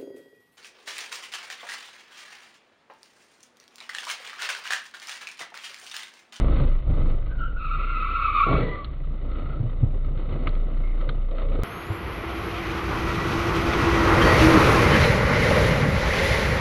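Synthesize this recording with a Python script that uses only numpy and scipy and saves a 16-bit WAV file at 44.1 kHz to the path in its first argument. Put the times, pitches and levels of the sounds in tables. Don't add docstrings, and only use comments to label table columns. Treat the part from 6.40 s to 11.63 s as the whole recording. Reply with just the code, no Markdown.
import sys
import numpy as np
from scipy import signal
from scipy.fft import rfft, irfft
from scipy.io import wavfile
from scipy.ndimage import uniform_filter1d

SR = 44100
rng = np.random.default_rng(int(sys.argv[2]) if len(sys.argv) > 2 else 0)


def wav_out(sig):
    wavfile.write(sys.argv[1], SR, np.round(np.clip(np.atleast_2d(sig).T, -1, 1) * 32767).astype(np.int16))


def volts_from_db(level):
    exponent = np.asarray(level, float) / 20
    return 10 ** exponent


N = 230863

# (time [s], level [dB])
LOAD = [(0, -31.5), (.22, -18.5), (.36, -35), (.44, -35), (.6, -20.5), (.7, -29.5), (.9, -28),
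        (1.15, -37.5), (1.5, -40.5), (2.05, -39.5), (2.15, -24), (2.42, -47), (2.65, -33), (3.15, -34),
        (3.5, -39), (4.3, -41.5), (4.9, -46.5), (5.23, -37)]
# (frequency [Hz], level per Hz [dB])
COLOUR = [(120, -35), (200, -3), (259, -0.5), (306, -4), (406, -8), (598, -11), (915, -16.5), (1310, -8.5),
          (1420, -20.5), (1720, -25.5), (2060, -16.5), (2440, -26.5), (3360, -24.5), (3680, -26),
          (4350, -26), (5660, -53), (9570, -120)]


def level(x):
    return x / np.sqrt(np.mean(x ** 2))


def curves(table):
    s, *columns = np.transpose(table)
    t = np.arange(N) / SR
    inside = 1.0 * ((t >= s[0]) & (t <= s[-1]))
    gate = uniform_filter1d(inside, size=441)
    return [np.interp(t, s, c) for c in columns] + [gate]


def bumps(rows, weights=None):
    t = np.arange(N) / SR
    weights = np.ones(len(rows)) if weights is None else weights
    return sum(w * r[1] * np.exp(-0.5 * ((t - r[0]) / r[2]) ** 2) for r, w in zip(rows, weights))


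def arch(start, length, first_hz, last_hz, peak_db):
    share = np.array([0, 0.067, 1 - 0.14, 1])
    hz = first_hz + (last_hz - first_hz) * share
    db = peak_db - 16 * np.array([1, 0, 0, 1])
    return np.transpose([start + length * share, hz, db])


def walk(rate, size=N):
    k = int(SR / rate)
    steps = np.repeat(rng.standard_normal(N // 20)[:size // k + 1], k)
    return level(uniform_filter1d(uniform_filter1d(steps, k), k)[:size])


def shape(x, spectrum):
    hz, db = np.transpose(spectrum)
    grid = np.maximum(np.fft.rfftfreq(8192, 1 / SR), 1)
    ceps = irfft(np.interp(np.log(grid), np.log(hz), db) * np.log(10) / 20)
    ceps[1:4096] *= 2
    ceps[4097:] = 0
    response = irfft(np.exp(rfft(ceps)))[:4096]
    return signal.fftconvolve(x, response)[:len(x)]


def band(x, lo_hz, hi_hz):
    return level(signal.sosfilt(signal.butter(3, [lo_hz, hi_hz], "band", fs=SR, output="sos"), x))


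def ring(x, hz, width):
    return signal.lfilter(*signal.iirpeak(hz, hz / width, SR), x)


def glass(x):
    # (frequency [Hz], width [Hz], level [dB])
    pane = [(1170, 150, -6.5), (1310, 150, -7.5), (1507, 120, 4.5), (1980, 220, -0.5), (2247, 92, 0),
            (2540, 150, 4), (2907, 130, 4), (3660, 68, 6.5), (4310, 130, -4)]
    return (x + sum(volts_from_db(db) * ring(x, f, w) for f, w, db in pane)) / 1.905


def engine():
    # (time [s], firing rate [Hz], boom level [dB])
    firings = [(0, 25.58, -19), (.2, 26.03, -18.5), (.3, 26.6, -14.5), (.5, 27.12, -20), (.68, 24, -15),
               (.8, 23.48, -20.5), (1.02, 23.53, -23.5), (1.2, 23.5, -21.5), (1.31, 31.4, -23),
               (1.5, 31.08, -23), (1.9, 30.4, -29.5), (2.14, 29.77, -23.5), (2.65, 28.65, -23.5),
               (3.2, 29.12, -27), (3.56, 28.09, -20.5), (3.95, 29.37, -25), (4.15, 29, -18.5),
               (5.23, 29.6, -21.5)]
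    # (time [s], change [dB], half length
    # [s])
    stumbles = [(.43, -20.5, 0.02), (.9, -6.5, 0.046), (1.12, -9, 0.018), (1.22, -11, .025),
                (2.44, -13.5, 0.09), (2.79, -3.5, 0.024), (3.22, -2, 0.026), (3.34, 0.5, .04),
                (4.3, -6, 0.025), (4.72, -2.5, .03), (4.96, -2, 0.063), (5.1, 2.5, .04)]
    hz, boom_db, _ = curves(firings)
    load_db, _ = curves(LOAD)
    pulling = uniform_filter1d(1.0 * (np.arange(N) < 1 * SR), size=2000)
    turns = 0.17 + np.cumsum(hz * (1 + 0.0097 * walk(20))) / SR

    boom = volts_from_db(boom_db + bumps(stumbles)) * np.sin(2 * np.pi * turns)
    boom += volts_from_db(load_db + 4.4 * walk(22)) * np.sin(4 * np.pi * turns + 0.72)
    boom += pulling * volts_from_db(load_db - 18 + 2.7 * walk(2.7)) * np.sin(6 * np.pi * turns + 5.4)
    boom += pulling * volts_from_db(load_db - 13.5 + 1.9 * walk(8)) * np.sin(10 * np.pi * turns + 2.2)
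    return np.sqrt(2) * boom, turns % 1


def cabin(phase):
    # (time [s], level [dB])
    traffic = [(0, -32), (.21, -30), (.39, -45.5), (.46, -46), (.5, -38.5), (.72, -37), (.8, -45.5),
               (1.2, -49), (2.05, -47), (2.79, -47), (2.85, -43), (3.0, -41.5), (3.25, -45), (3.62, -46.5),
               (4.08, -43), (4.5, -44), (4.9, -43), (5.23, -39)]
    # (time [s], change [dB], half length [s], lean to the bass [share])
    jolts = [(0.505, 4.5, 0.03, 1), (.64, 2, 0.045, 0.65), (1.01, 4.5, 0.018, .5), (1.4, 4.5, 0.025, .3),
             (2.56, -1, .09, 1), (2.971, 1, 0.035, -3), (3.122, 2, 0.046, -0.94), (3.231, 2, 0.055, 0.77),
             (3.446, 8, 0.04, 0.86), (3.55, 6, 0.017, 0.55), (3.798, 6.5, 0.018, -0.35),
             (3.924, 11, 0.032, 0.21), (4.056, 7.5, 0.048, .3), (4.622, 2, 0.026, -1.5),
             (4.716, 5, 0.037, 0.95), (4.78, -1, 0.071, 1), (4.865, -3, .025, 0.23),
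             (5.002, 4, 0.026, -1.23), (5.139, 4.5, 0.023, -0.38)]
    # (frequency [Hz], width [Hz], level [dB])
    panels = [(55, 16, -3), (81.4, 30, 0), (135, 47.4, -1)]
    # (frequency [Hz], width [Hz], level [dB])
    hollow = [(325, 42, -14.5), (554, 150, -8)]
    base_db, _ = curves(traffic)
    jolt_db, lean_db = bumps(jolts), bumps(jolts, np.transpose(jolts)[3])
    mid_db = base_db + jolt_db
    low_db = -35 + 0.65 * (mid_db + 41) + lean_db + 0.3 * (curves(LOAD)[0] + 38)
    high_db = -57.5 + 0.88 * (mid_db + 42.5) - lean_db

    depth = np.clip(0.32 + 0.045 * walk(3), 0, 1)
    puff = level(np.exp(-((phase - 0.3) % 1) / 0.35))
    throb = 1 - depth + depth * puff

    rumble = 0
    for f, w, db in panels:
        rumble = rumble + volts_from_db(db + 2.1 * walk(9)) * level(ring(ring(rng.standard_normal(N), f, w), f, w))
    noise = shape(rng.standard_normal(N) * volts_from_db(1.2 * walk(400)), COLOUR)
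    low = signal.sosfiltfilt(signal.butter(2, 850, fs=SR, output="sos"), noise)
    air = level(low) + sum(volts_from_db(db) * level(ring(low, f, w)) for f, w, db in hollow)
    hiss = level(glass(noise - low))

    out = volts_from_db(low_db + 0.5) * level(rumble)
    out += volts_from_db(mid_db - 1 + 1.2 * walk(25)) * air * throb ** 0.6
    return out + volts_from_db(high_db + 6 + 1.2 * walk(30)) * hiss * throb


def squeal(table, overtones_db, wander, spread, flutter_db, count, scrub_db, grabs_db=np.zeros(N), smear=1.0):
    columns = curves(table)
    on = columns[-1] > 0
    hz, slide_db, gate = (c[on] for c in columns)
    peak_db, grip_db, n = np.max(slide_db), slide_db + grabs_db[on], len(hz)
    dbs = [grip_db] + [peak_db + db + 0.7 * (grip_db - peak_db) for db in overtones_db]

    waves = np.zeros((3, n))
    for k in range(count):
        offset = spread * (k - (count - 1) / 2)
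        jitter = wander * (0.35 * walk(30, size=n) + walk(300, size=n))
        turns = np.cumsum(hz * (1 + offset + jitter)) / SR
        blur = np.cumsum(hz * wander * smear * walk(350, size=n)) / SR
        grip = volts_from_db(flutter_db * np.tanh(0.8 * walk(85, size=n)))
        for h in range(3):
            waves[h] += grip * np.sin(2 * np.pi * ((h + 1) * turns + h * blur))

    scrub = volts_from_db(dbs[1] + scrub_db) * band(rng.standard_normal(N)[:n], 1400, 4600)
    out = np.zeros(N)
    out[on] = gate * (scrub + sum(volts_from_db(db) * level(w) for db, w in zip(dbs, waves)))
    return out


def tyres():
    # (time [s], slip rate [Hz], level [dB])
    bite = [(.8, 1520, -72.5), (.92, 1556, -58.5), (.99, 1385, -37.5), (1.19, 1387, -34.5)]
    outer = [(1.17, 1330, -46), (1.25, 1310, -29.5), (1.55, 1310, -30.5), (1.64, 1312, -30.5),
             (1.8, 1311, -26), (1.9, 1293, -23.5), (2.04, 1319, -28), (2.16, 1310, -24),
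             (2.24, 1332, -54.5)]
    inner = [(1.2, 1180, -47.5), (1.32, 1170, -41.5), (1.64, 1170, -38), (1.8, 1145, -32.5),
             (1.87, 1170, -26.5), (1.92, 1158, -32), (2.0, 1164, -25), (2.1, 1115, -33), (2.2, 1170, -42.5)]
    # (time [s], gain [dB], half length [s])
    bite_grabs = [(.82, 12, .015), (.865, -4.5, .012), (.915, 11.5, .022), (.965, -9.5, 0.021),
                  (.995, -0.5, 0.0087), (1.045, 6.5, 0.013), (1.125, -15.5, 0.027)]
    outer_grabs = [(1.3, -2, 0.029), (1.4, -0.5, 0.0082), (1.49, -1, 0.017), (1.565, 2, 0.0067),
                   (1.622, 10, .012), (1.718, 6.5, .02), (1.8, -1, 0.013), (1.87, 0, 0.027),
                   (1.925, -5, .012), (2.04, 6.5, 0.011)]
    inner_grabs = [(1.678, 2, .015), (1.826, 11.5, 0.0072), (1.87, 6, .012), (1.912, -4, .012),
                   (1.965, 10, 0.037), (2.018, 6, 0.011), (2.116, 8, 0.028)]
    # (start [s], length [s], first pitch [Hz],
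    # last pitch [Hz], peak level [dB])
    slides = [
        (0.982, 0.13, 1490, 1480, -51.5),
        (1.335, 1, 1030, 1118, -50.5),
              (2.205, .175, 975, 1003, -44),
        (2.31, .15, 1190, 1135, -39),
    ]
    first, dragged, pushed, last = [arch(*row) for row in slides]
    rough = dict(wander=0.018, spread=0.034, count=3, smear=0.5, flutter_db=9)

    dry = squeal(outer, overtones_db=(-17, -28), scrub_db=-7.5, grabs_db=bumps(outer_grabs), **rough)
    dry += squeal(inner, overtones_db=(-13, -28), scrub_db=-7.5, grabs_db=bumps(inner_grabs), **rough)
    dry += squeal(bite, overtones_db=(-30, -40), scrub_db=-8, grabs_db=bumps(bite_grabs), **rough)
    dry += squeal(first, overtones_db=(-6, -25), wander=0.028, spread=0.03, flutter_db=7.5, count=3, scrub_db=-20)
    dry += squeal(pushed, overtones_db=(2.5, -24), wander=0.018, spread=0, flutter_db=2.5, count=1,
                  smear=0.28, scrub_db=-25.5)
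    dry += squeal(last, overtones_db=(-30, -38), wander=0.024, spread=0, flutter_db=4, count=1, scrub_db=-7)
    dry += squeal(dragged, overtones_db=(3, -14), wander=0.018, spread=0.07, flutter_db=7, count=2, scrub_db=-9)
    return glass(dry)


def knocks():
    # (time [s], peak level [dB], pitch [Hz], ring time [s])
    thumps = [(2.106, -17, 140.5, 0.1), (3.201, -15, 116, 0.043), (3.231, -17.5, 116.7, 0.13),
              (3.427, -7, 114.3, 0.049), (3.547, -34, 81, 0.11), (3.668, -27, 88.1, 0.06),
              (3.768, -22, 103.2, 0.028), (3.882, -21, 123.6, 0.025), (3.947, -28, 155, 0.041),
              (3.428, -20.5, 234, 0.035), (4.07, -30, 300, 0.021), (3.548, -37.5, 396, 0.057),
              (5.189, -20, 410, 0.011)]
    # (time [s], peak level [dB], brightness [dB], length [s])
    ticks = [(0.861, -40.5, -18, 0.027), (2.445, -25.5, -0.5, 0.025), (3.775, -37.5, -11, 0.022),
             (4.071, -17, -44.5, 0.037), (4.091, -28, -3, 0.011), (4.152, -31, -24, 0.016),
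             (4.691, -21.5, -10, 0.041), (4.735, -53, -8, 0.018), (4.819, -51, 8, .015),
             (4.911, -39.5, 7, .02), (5.13, -41, -12, .025)]
    out, t = np.zeros(N + SR), np.arange(SR // 4) / SR
    for s, db, hz, t60 in thumps:
        swell = (1 - np.exp(-t / 0.011)) * np.exp(-(3 * t / t60) ** 2)
        knock = 0.021 * band(rng.standard_normal(len(t)), 320, 790)
        body = swell * (knock - np.sin(2 * np.pi * hz * t))
        out[int(s * SR):][:len(t)] += volts_from_db(db) * body / np.max(np.abs(body))
    for s, db, bright_db, t60 in ticks:
        snap = rng.standard_normal(len(t)) * np.exp(-np.log(1000) * t / t60)
        body = level(ring(snap, 1277, 160) + 0.35 * ring(snap, 2100, 330) + 0.19 * ring(snap, 310, 250))
        body = body + volts_from_db(bright_db) * band(snap, 2290, 4350)
        out[int(s * SR):][:len(t)] += volts_from_db(db) * body / np.max(np.abs(body))
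    return out[:N]


def crunch():
    # (time [s], level [dB])
    blows = [
        (2.062, 0.5),
        (2.105, 0),
        (2.191, -21),
        (2.26, -14.5),
    ]
    # (level [dB], time to fade by 60 dB [s])
    crack_bands = [(-20, .55), (-22, .5), (-52.5, 0.85)]
    since = [np.maximum(np.arange(N) / SR - s, 0) for s, _ in blows]
    gains = []
    for band_db, t60 in crack_bands:
        swells = 0
        for t, (_, db) in zip(since, blows):
            bite = 1 - np.exp(-t / 0.0089)
            swells = swells + volts_from_db(db) * bite * np.exp(-np.log(1000) * t / t60)
        gains.append(volts_from_db(band_db) * swells)
    low_gain, mid_gain, high_gain = gains

    cracks = rng.standard_normal(N) * volts_from_db(2.5 * walk(150))
    low = level(band(cracks, 100, 170) + 0.5 * level(ring(cracks, 110, 15)))
    high = level(shape(band(cracks, 1100, 4300), COLOUR))
    return low_gain * low + mid_gain * band(cracks, 170, 600) + volts_from_db(15.5) * high_gain * high


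def street(dry, t60, wet_db):
    t = np.arange(SR // 2) / SR
    tail = rng.standard_normal(len(t)) * np.exp(-np.log(1000) * t / t60) * (t > 0.012)
    return dry + volts_from_db(wet_db) * signal.fftconvolve(dry, tail / np.sqrt(np.sum(tail ** 2)))[:N]


def rustle(rows, wander):
    hz, db, _ = curves(np.vstack([arch(*row) for row in rows]))
    gate = sum(curves(arch(*row))[-1] for row in rows)
    strands = sum(np.sin(2 * np.pi * np.cumsum(hz * (1 + wander * walk(120))) / SR) for _ in range(4))
    return gate * volts_from_db(db) * level(strands)


def scene():
    # (start [s], length [s], first pitch [Hz], last pitch [Hz], peak level [dB])
    brakes = [
        (2.88, 0.22, 1300, 1300, -48.5),
        (3.06, 0.13, 1355, 1310, -46),
    ]
    rustles = [
        (4.43, .12, 2217, 2020, -52.5),
        (4.59, 0.072, 2050, 1994, -60.5),
        (4.98, .07, 2100, 2070, -63),
    ]
    drones = [
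        (4.62, 0.12, 522, 512.6, -42),
        (4.89, 0.3, 533.6, 516.7, -40),
        (5.15, 0.2, 504, 493, -47.5),
    ]
    boom, phase = engine()
    outside = street(tyres() + crunch(), t60=0.3, wet_db=-8)
    passing = rustle(rustles, wander=0.045) + rustle(drones, wander=0.1) + rustle(brakes, wander=0.035)
    return (boom + cabin(phase) + outside + knocks() + passing)[None]


def band_limit(x):
    return signal.sosfilt(signal.butter(12, 9345, fs=SR, output="sos"), x)


def record(dry):
    dry = np.tanh(1.541 * dry) / 1.776
    top = signal.cheby2(8, 55, 5665, fs=SR, output="sos")
    settled = signal.sosfilt_zi(top)[:, None] * dry[0, 0]
    x = signal.sosfilt(top, dry, zi=settled)[0]
    swing = uniform_filter1d(np.abs(x), size=64)
    whine = np.sin(2 * np.pi * 7790 * np.arange(N) / SR)
    return band_limit(x + volts_from_db(-63) * swing * whine)


dry = scene()
out = record(dry)
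wav_out(out)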